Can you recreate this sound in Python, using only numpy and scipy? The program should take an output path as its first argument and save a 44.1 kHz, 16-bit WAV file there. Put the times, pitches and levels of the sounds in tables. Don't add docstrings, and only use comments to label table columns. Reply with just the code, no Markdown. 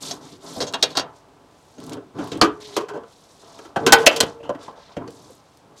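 import sys
import numpy as np
from scipy import signal
from scipy.fft import rfft, irfft
from scipy.io import wavfile

SR = 44100
rng = np.random.default_rng(int(sys.argv[2]) if len(sys.argv) > 2 else 0)


def waveform_to_disk(signal):
    frames = np.transpose(np.atleast_2d(signal))
    scaled = np.clip(frames, -1, 1) * 32767
    samples = np.round(scaled).astype(np.int16)
    wavfile.write(sys.argv[1], SR, samples)


N = 255769
TIME = np.arange(N) / SR

# frequency in Hz, relative level in dB, decay time (t60) in seconds.
WING_MODES = [(126, -8, .25), (303, -2, .25), (375, -1, .24), (460, 1, .3), (575, -5, .14), (818, -3, .17),
              (881, 0, .19), (1162, -3, .15), (1240, -3, .17), (1376, -3, .22), (1511, -2, .24),
              (1644, 1, .19), (1980, 0, .15), (2215, 0, .14), (2536, -3, .11), (2640, -2, .1),
              (2713, -1, .11), (2966, -2, .11), (3132, 2, .13), (3510, -2, .09), (4026, 1, .1),
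              (4222, 0, .1), (4553, 1, .1), (4842, 3, .1), (5400, -1, .07), (6200, 1, .07), (6590, 2, .07),
              (7396, 2, .06)]


def from_db(db):
    return 10 ** (np.asarray(db) / 20)


def rms_one(x):
    return x / np.sqrt(np.mean(x ** 2) + 1e-20)


def at_hz(points, hz):
    table_hz, values = np.array(points).T
    return np.interp(np.log(hz), np.log(table_hz), values)


def band(x, low_hz, high_hz, order=2):
    edges = [low_hz, min(high_hz, 0.45 * SR)]
    sos = signal.butter(order, edges, "band", fs=SR, output="sos")
    return signal.sosfilt(sos, x + 1e-18)


def drift(rate):
    count = int(6 * rate) + 2
    return np.interp(TIME * rate, np.arange(count), rng.standard_normal(count))


def coloured(x, spectrum):
    hz = np.maximum(np.fft.rfftfreq(len(x), 1 / SR), 1)
    shaped = rfft(x) * from_db(at_hz(spectrum, hz))
    return rms_one(irfft(shaped, len(x)))


def stroke(start_s, rise_s, length_s, release_t60):
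    out, at = np.zeros(N), int(max(start_s, 0) * SR)
    t = TIME[:N - at][:int((length_s + 1.5 * release_t60) * SR)]
    rise = np.minimum(t / rise_s, 1)
    out[at:at + len(t)] = rise * from_db(-60 * np.maximum(t - length_s, 0) / release_t60)
    return out


def slips(per_s, spread_db):
    sizes_db = spread_db * np.minimum(rng.exponential(1, N), 4)
    clicks = from_db(sizes_db) * rng.choice([-1, 1], N)
    return rms_one(clicks * (rng.random(N) < per_s / SR))


def response(modes, modes_db, wash_db):
    # frequency in Hz, decay time (t60) in seconds.
    wash_decay = [(80, 0.64), (200, 0.043), (450, 0.13), (1000, 0.22), (2500, 0.2), (5000, 0.033),
                  (9000, 0.032), (15000, .12)]
    t = TIME[:SR // 2]
    out = np.zeros(len(t))
    for hz, db, t60 in modes:
        strength = from_db(modes_db + db) * 2 * np.log(1000) / (t60 * SR)
        out += strength * np.cos(2 * np.pi * hz * t) * from_db(-60 * t / t60)
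    edges = np.geomspace(50, 16000, 12)
    for low, high in zip(edges, edges[1:]):
        t60 = at_hz(wash_decay, np.sqrt(low * high))
        wash = band(rng.standard_normal(len(t)), low, high) * from_db(-60 * t / t60)
        out += from_db(wash_db) * wash * np.sqrt(2 * np.log(1000) / (t60 * SR))
    out[0] += 1
    return out


def ringing(modes, t, spread_db):
    out = np.zeros(len(t))
    for hz, db, t60 in modes:
        level_db = db + rng.normal(0, spread_db) - 60 * t / t60
        out += rng.choice([-1, 1]) * from_db(level_db) * np.sin(2 * np.pi * hz * t)
    return out


def register_db(hz, balance, hardness_db, spot_hz, upper_hz, lift_db):
    pivot_hz, hardness_top_hz = 430, 6070
    lift_width_octaves = 0.89
    distance_octaves = np.log2(hz / np.array([spot_hz, upper_hz]))
    near_spot, near_upper = np.exp(-(distance_octaves / lift_width_octaves) ** 2)
    octaves = np.log2(min(hz, hardness_top_hz) / pivot_hz)
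    return at_hz(balance, hz) + hardness_db * octaves + lift_db * (near_spot + near_upper)


def contacts(table, modes, balance, modes_db, ring_db, wash_db, spot_db, spot_q, upper_db, upper_q,
             rise_s, grain_db, linger):
    # frequency in Hz, relative level in dB per Hz.
    slip_spectrum = [(40, -11.5), (130, 0.5), (320, 3.5), (500, 2), (690, 1), (1400, -2), (2000, -10.5),
                     (3000, -8.5), (4600, -7), (8000, -11), (11000, -16.5), (16000, -27.5)]
    register_edges = [45, 280, 650, 1800, 3200, 7000, 15500]
    out, t = np.zeros(N + SR), TIME[:SR * 2 // 5]
    friction = np.tile(coloured(slips(12000, grain_db), slip_spectrum), 2)
    body = response(modes, modes_db, wash_db)[:len(t)]
    attack = SR // 25
    for s, grind_s, t60, spot_hz, upper_hz, lift_db, strength_db, hardness_db in table:
        at = int(s * SR)
        ring = from_db(ring_db) * ringing(modes, t, spread_db=3.0)
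        resonances = (spot_hz, spot_q, spot_db), (upper_hz, upper_q, upper_db)
        for low, high in zip(register_edges, register_edges[1:]):
            decay_s = t60 * (register_edges[4] / max(high, register_edges[3])) ** linger
            rise = np.minimum(t / rise_s, 1)
            force = rise * from_db(-60 * np.maximum(t - grind_s, 0) / decay_s)
            crunch = signal.fftconvolve(friction[at:at + len(t)] * force, body)[:len(t)]
            rung = crunch / np.std(crunch[:attack]) + ring
            for hz, q, peak_db in resonances:
                resonator = signal.iirpeak(hz, q, fs=SR)
                rung = rung + from_db(peak_db + lift_db) * signal.lfilter(*resonator, rung)
            part = band(rung, low, high, order=3)
            balance_db = register_db((low + high) / 2, balance, hardness_db, spot_hz, upper_hz, lift_db)
            out[at:at + len(t)] += from_db(strength_db + balance_db) * part / np.std(part[:attack])
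    return out[:N]


def open_air():
    # frequency in Hz, relative level in dB per Hz.
    air_spectrum = [(15, -30), (25, -8.5), (91, 3), (216, 1), (425, -1), (513, 0), (603, -4), (748, -1),
                    (1680, -12.5), (1980, -14), (3210, -14.5), (3580, -15), (8030, -22.5), (15800, -36)]
    return from_db(-56) * coloured(rng.standard_normal(N), air_spectrum)


def flexing():
    # start in seconds, length in seconds, groan level in dB,
    # scrape level in dB.
    pushes = [(-0.01, 0.15, -43, -43), (0.167, 0.091, -47, -47.5), (0.298, 0.033, -43.5, -50.5),
              (0.411, 0.49, -43.5, -43.5), (0.96, 0.096, -47, -39.5), (1.1, 0.45, -60, -56.5),
              (1.76, 0.13, -40, -48.5), (1.857, 0.1, -36, -41.5), (2.133, .05, -34.5, -40.5),
              (2.177, .06, -33.5, -34), (2.293, 0.14, -35.5, -41.5), (2.5, 0.27, -51, -50),
              (2.862, 0.14, -46, -41.5), (3.4, 0.42, -56.5, -49.5), (3.782, 0.13, -30, -34),
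              (3.847, 0.28, -38, -29.5), (4.098, 0.18, -39, -38), (4.439, 0.2, -49.5, -44),
              (4.62, 0.17, -57.5, -47), (4.86, 0.065, -61, -48.5), (4.961, 0.065, -35.5, -40),
              (5.1, .2, -51, -53.5), (5.601, 0.21, -57.5, -56)]
    rise_s, release_t60_s = 0.038, 0.46
    groan_level, scrape_level = from_db(-64.5), from_db(-59.5)
    for start_s, length_s, groan_db, scrape_db in pushes:
        effort = stroke(start_s, rise_s, length_s, release_t60_s)
        groan_level = np.maximum(groan_level, from_db(groan_db) * effort)
        scrape_level = np.maximum(scrape_level, from_db(scrape_db) * effort)
    sheet = response(WING_MODES, modes_db=-4.5, wash_db=-1.0)
    rubbed = signal.fftconvolve(slips(1500, 1.2), sheet)[:N]
    groan = rms_one(band(rubbed, 105, 400, order=3))
    scrape = rms_one(band(rubbed, 430, 1195, order=3))
    return groan_level * groan + scrape_level * scrape


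def shirt(flutter_db=3.55):
    # start in seconds, rise in seconds, length in seconds, level in dB,
    # brightness in dB per octave.
    rubs = [(0.003, 0.026, 0.093, -34.5, 1.8), (0.194, 0.044, 0.14, -48.5, -1.5),
            (0.396, 0.091, 0.24, -42, 0.9), (0.758, 0.045, .15, -51, -2.9), (1.113, 0.054, 0.06, -59, -0.5),
            (1.358, 0.37, .41, -60.5, 1.3), (1.765, 0.058, 0.14, -52.5, -1.5),
            (2.135, 0.114, .215, -48.5, -1.5), (2.47, 0.026, 0.11, -63.5, -0.7),
            (2.599, .008, .17, -45, -3.5), (3.032, 0.092, 0.46, -58, 2), (3.365, 0.033, .3, -54, -0.4),
            (3.755, 0.026, 0.15, -54.5, -.5), (4.222, 0.034, 0.062, -46.5, -2.1),
            (4.583, 0.059, 0.061, -46, -4.5), (4.743, 0.044, .18, -57.5, -7.5),
            (5.054, .06, .3, -56.5, 3.5), (5.358, 0.042, 0.234, -66, 1.5), (5.756, 0.021, .06, -51.5, .2)]
    # frequency in Hz, relative level in dB per Hz.
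    cloth_spectrum = [(900, -26.5), (2000, -9.5), (2700, -9.5), (3600, 0.5), (4700, -0.5), (5800, -1.5),
                      (7500, -5.5), (10000, -13.5), (13000, -19), (16000, -35.5)]
    release_t60_s, rest_db, pivot_hz = 0.25, -78, 5000
    level, tilt_db = np.full(N, from_db(rest_db)), np.zeros(N)
    for start_s, rise_s, length_s, db, bright_db in rubs:
        rub = from_db(db) * stroke(start_s, rise_s, length_s, release_t60_s)
        tilt_db[rub > level] = bright_db
        level = np.maximum(level, rub)
    fibres = coloured(slips(10000, 0.96), cloth_spectrum)
    edges = np.geomspace(1000, 16000, 7)
    hiss = 0
    for k, (low, high) in enumerate(zip(edges, edges[1:])):
        octaves = np.log2(np.sqrt(low * high) / pivot_hz)
        gain = from_db(tilt_db * octaves + flutter_db * drift(150))
        hiss = hiss + band(fibres, low, high) * (-1) ** k * gain
    return level * rms_one(hiss)


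def tool_clatter():
    # start in seconds, length of the grinding in seconds, decay time (t60) of the crunch in seconds
    # before its scaling by register, lower and upper resonance of the struck spot in Hz, how much they stand
    # out in dB, strength in dB before the register balance, hardness in dB per octave.
    landings = [(0.109, 0.0077, 0.063, 690, 6170, 7.9, -44, 2),
                (0.561, 0.0071, 0.21, 710, 4750, 10.4, -38.5, -7.5),
                (0.603, 0.022, .1, 513, 5140, 5.1, -29.5, -0.2),
                (0.667, 0.017, 0.12, 597, 6600, 8, -45.5, 1),
                (0.736, .01, 0.066, 940, 3030, 9.9, -37.5, 1.57),
                (0.825, 0.0034, 0.092, 510, 3830, 5.8, -30.5, 3.5),
                (0.903, 0.0057, 0.23, 687, 3400, 5, -56, 3),
                (0.952, 0.018, 0.039, 1020, 4600, 7.7, -39, -0.7),
                (0.97, 0.0032, 0.11, 1060, 4600, 4.3, -29.5, 1.65),
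                (0.994, 0.0041, 0.097, 503, 4900, 1.7, -37.5, 1)]
    # frequency in Hz, relative level in dB, decay time (t60) in seconds.
    tool_modes = [(497, 0, .15), (1005, -3, .14), (2780, -3, .07), (3325, -1, .08), (3760, -1, .06),
                  (3965, -2, .07), (4360, -2, .07), (4690, -2, .07), (5600, -2, .06), (6410, 0, .06)]
    # frequency in Hz, level in dB.
    tool_balance = [(160, -8), (465, -1), (1200, -3), (2500, -7.5), (5100, -2), (11000, -15)]
    return contacts(landings, tool_modes, tool_balance, modes_db=8.0, ring_db=-29, wash_db=-8.0,
                    spot_db=0.5, spot_q=2.5, upper_db=-5.5, upper_q=6,
                    rise_s=0.001, grain_db=4.0, linger=0.42)


def ticking(snap_t60=0.0058, tail_t60=0.087, tail_db=-12):
    # start in seconds, level of the snap in dB.
    ticks = [(0.726, -36), (1.802, -43), (1.839, -38.5), (1.866, -39), (1.895, -34.5), (1.933, -33),
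             (2.243, -39), (2.274, -36.5), (2.375, -39), (4.061, -14.5), (5.106, -43), (5.573, -50)]
    # frequency in Hz, relative level in dB per Hz.
    tick_spectrum = [(1000, -35), (3500, 0), (5500, -4), (9500, -5.5), (16000, -22.5)]
    level, t = np.zeros(N + SR), TIME[:SR // 5]
    for s, db in ticks:
        at = int(s * SR)
        snap = from_db(db - 60 * t / snap_t60)
        tail = from_db(db + tail_db - 60 * t / tail_t60)
        level[at:at + len(t)] += snap + tail
    return level[:N] * coloured(rng.standard_normal(N), tick_spectrum)


def wing_knocks():
    # start in seconds, length of the grinding in seconds, decay time (t60) of the crunch in seconds
    # before its scaling by register, two resonances of the struck spot in Hz, how much they stand out in dB,
    # strength in dB before the register balance, hardness in dB per octave.
    knocks = [(1.781, .003, .074, 267, 6450, 7.9, -46.5, -4.5),
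              (1.92, 0.02, .054, 292, 3830, 8.6, -47.5, -1), (1.968, 0.008, .08, 420, 1445, 6.5, -42, -6),
              (2.183, 0.021, .09, 308, 1500, 3.3, -29.5, -6),
              (2.317, 0.0066, .11, 398, 3780, 8.4, -40, -1.2),
              (2.353, 0.0055, .2, 306, 3370, 11.4, -38, -7.5),
              (2.413, 0.0015, 0.064, 1116, 4600, 10.5, -18.5, -1.6),
              (2.422, 0.023, 0.17, 328, 1227, 11.2, -24.5, -2),
              (2.765, 0.0062, .087, 1040, 420, 10, -33, 1.2),
              (2.806, 0.0038, 0.23, 1090, 421, 11.4, -46, -1),
              (2.884, 0.0095, .14, 1040, 1490, 7.6, -48.5, 0.1),
              (2.935, 0.036, .08, 1030, 418, 14.4, -46.5, -3),
              (2.972, 0.0087, .07, 440, 1034, 9.1, -57, -3),
              (3.034, 0.003, .04, 428, 1313, 11, -57.5, -2.5), (3.589, 0.0038, .067, 433, 1320, 7, -49, -1),
              (3.65, 0.0057, .1, 344, 1325, 8.4, -51.5, -1.3), (3.76, 0.0091, .08, 795, 1570, 9.5, -27, -4),
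              (3.864, 0.0062, .13, 370, 1530, 3.7, -18, -0.64), (3.922, 0.014, .03, 875, 1484, 6, -13.5, 2),
              (3.981, 0.044, .25, 430, 1670, 3.7, -37.5, 0), (4.064, .013, .025, 636, 2760, 11.2, -20.5, 2),
              (4.112, 0.018, .27, 586, 2650, 8.1, -37.5, -0.5),
              (4.161, 0.0046, 0.1, 457, 3180, 2.4, -46, 4.5), (4.203, 0.0061, .036, 444, 8070, 3, -24, 2),
              (4.226, 0.01, 0.06, 458, 3240, 4, -28, -2.5),
              (4.401, 0.0059, .066, 596, 2534, 11.6, -52.5, -6),
              (4.43, 0.022, .19, 988, 2900, 9.5, -43, -5), (4.492, 0.0066, 0.059, 608, 1020, 12, -34, -4.5),
              (4.548, .005, .045, 275, 1890, 8.5, -43, -5), (4.679, .005, .075, 924, 1074, 11, -46, -4.5),
              (4.966, 0.0072, .057, 615, 2310, 5.7, -33.5, -5.5),
              (5.076, .004, .05, 463, 4430, 7.3, -45.5, -3.5),
              (5.297, .007, .043, 484, 6220, 12, -57, -6.5)]
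    # frequency in Hz, level in dB.
    wing_balance = [(160, -9.5), (465, -0.5), (1200, -4), (2500, -4), (5100, -2), (11000, -10)]
    return contacts(knocks, WING_MODES, wing_balance, modes_db=-4.0, ring_db=-19.5, wash_db=-7.5,
                    spot_db=3.5, spot_q=7.3, upper_db=-1.5, upper_q=13,
                    rise_s=0.00043, grain_db=3.5, linger=0.43)


def singing(waver=0.02, flutter_db=4.5):
    # start in seconds, length in seconds, mean frequency in Hz, level in dB before the flutter.
    slides = [(2.428, 0.073, 422, -29), (2.526, 0.25, 420, -45), (2.776, 0.062, 415, -34.5),
              (2.9, 0.036, 423, -33), (3.777, 0.054, 457, -34.5), (3.823, 0.04, 456, -19.5),
              (3.938, 0.085, 455, -19.5), (4.086, 0.12, 461, -34), (4.27, 0.17, 462, -43)]
    rise_s, release_t60_s = 0.026, 0.12
    level, pitch = np.zeros(N), np.zeros(N)
    for start_s, length_s, hz, db in slides:
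        level = np.maximum(level, from_db(db) * stroke(start_s, rise_s, length_s, release_t60_s))
        pitch[int(start_s * SR):] = hz
    phase = 2 * np.pi * np.cumsum(pitch * (1 + waver * drift(60))) / SR
    return level * from_db(flutter_db * drift(70)) * np.sqrt(2) * np.sin(phase)


def scene():
    background = open_air() + flexing() + shirt()
    blows = tool_clatter() + ticking() + wing_knocks()
    return (background + blows + singing())[None]


def record(dry):
    bias = 0.12
    biased = dry + bias
    clipped = biased / (1 + biased ** 8) ** (1 / 8) - bias
    low_pass = signal.ellip(10, 0.1, 70, 15900, fs=SR, output="sos")
    return signal.sosfilt(low_pass, clipped)


dry = scene()
out = record(dry)
waveform_to_disk(out)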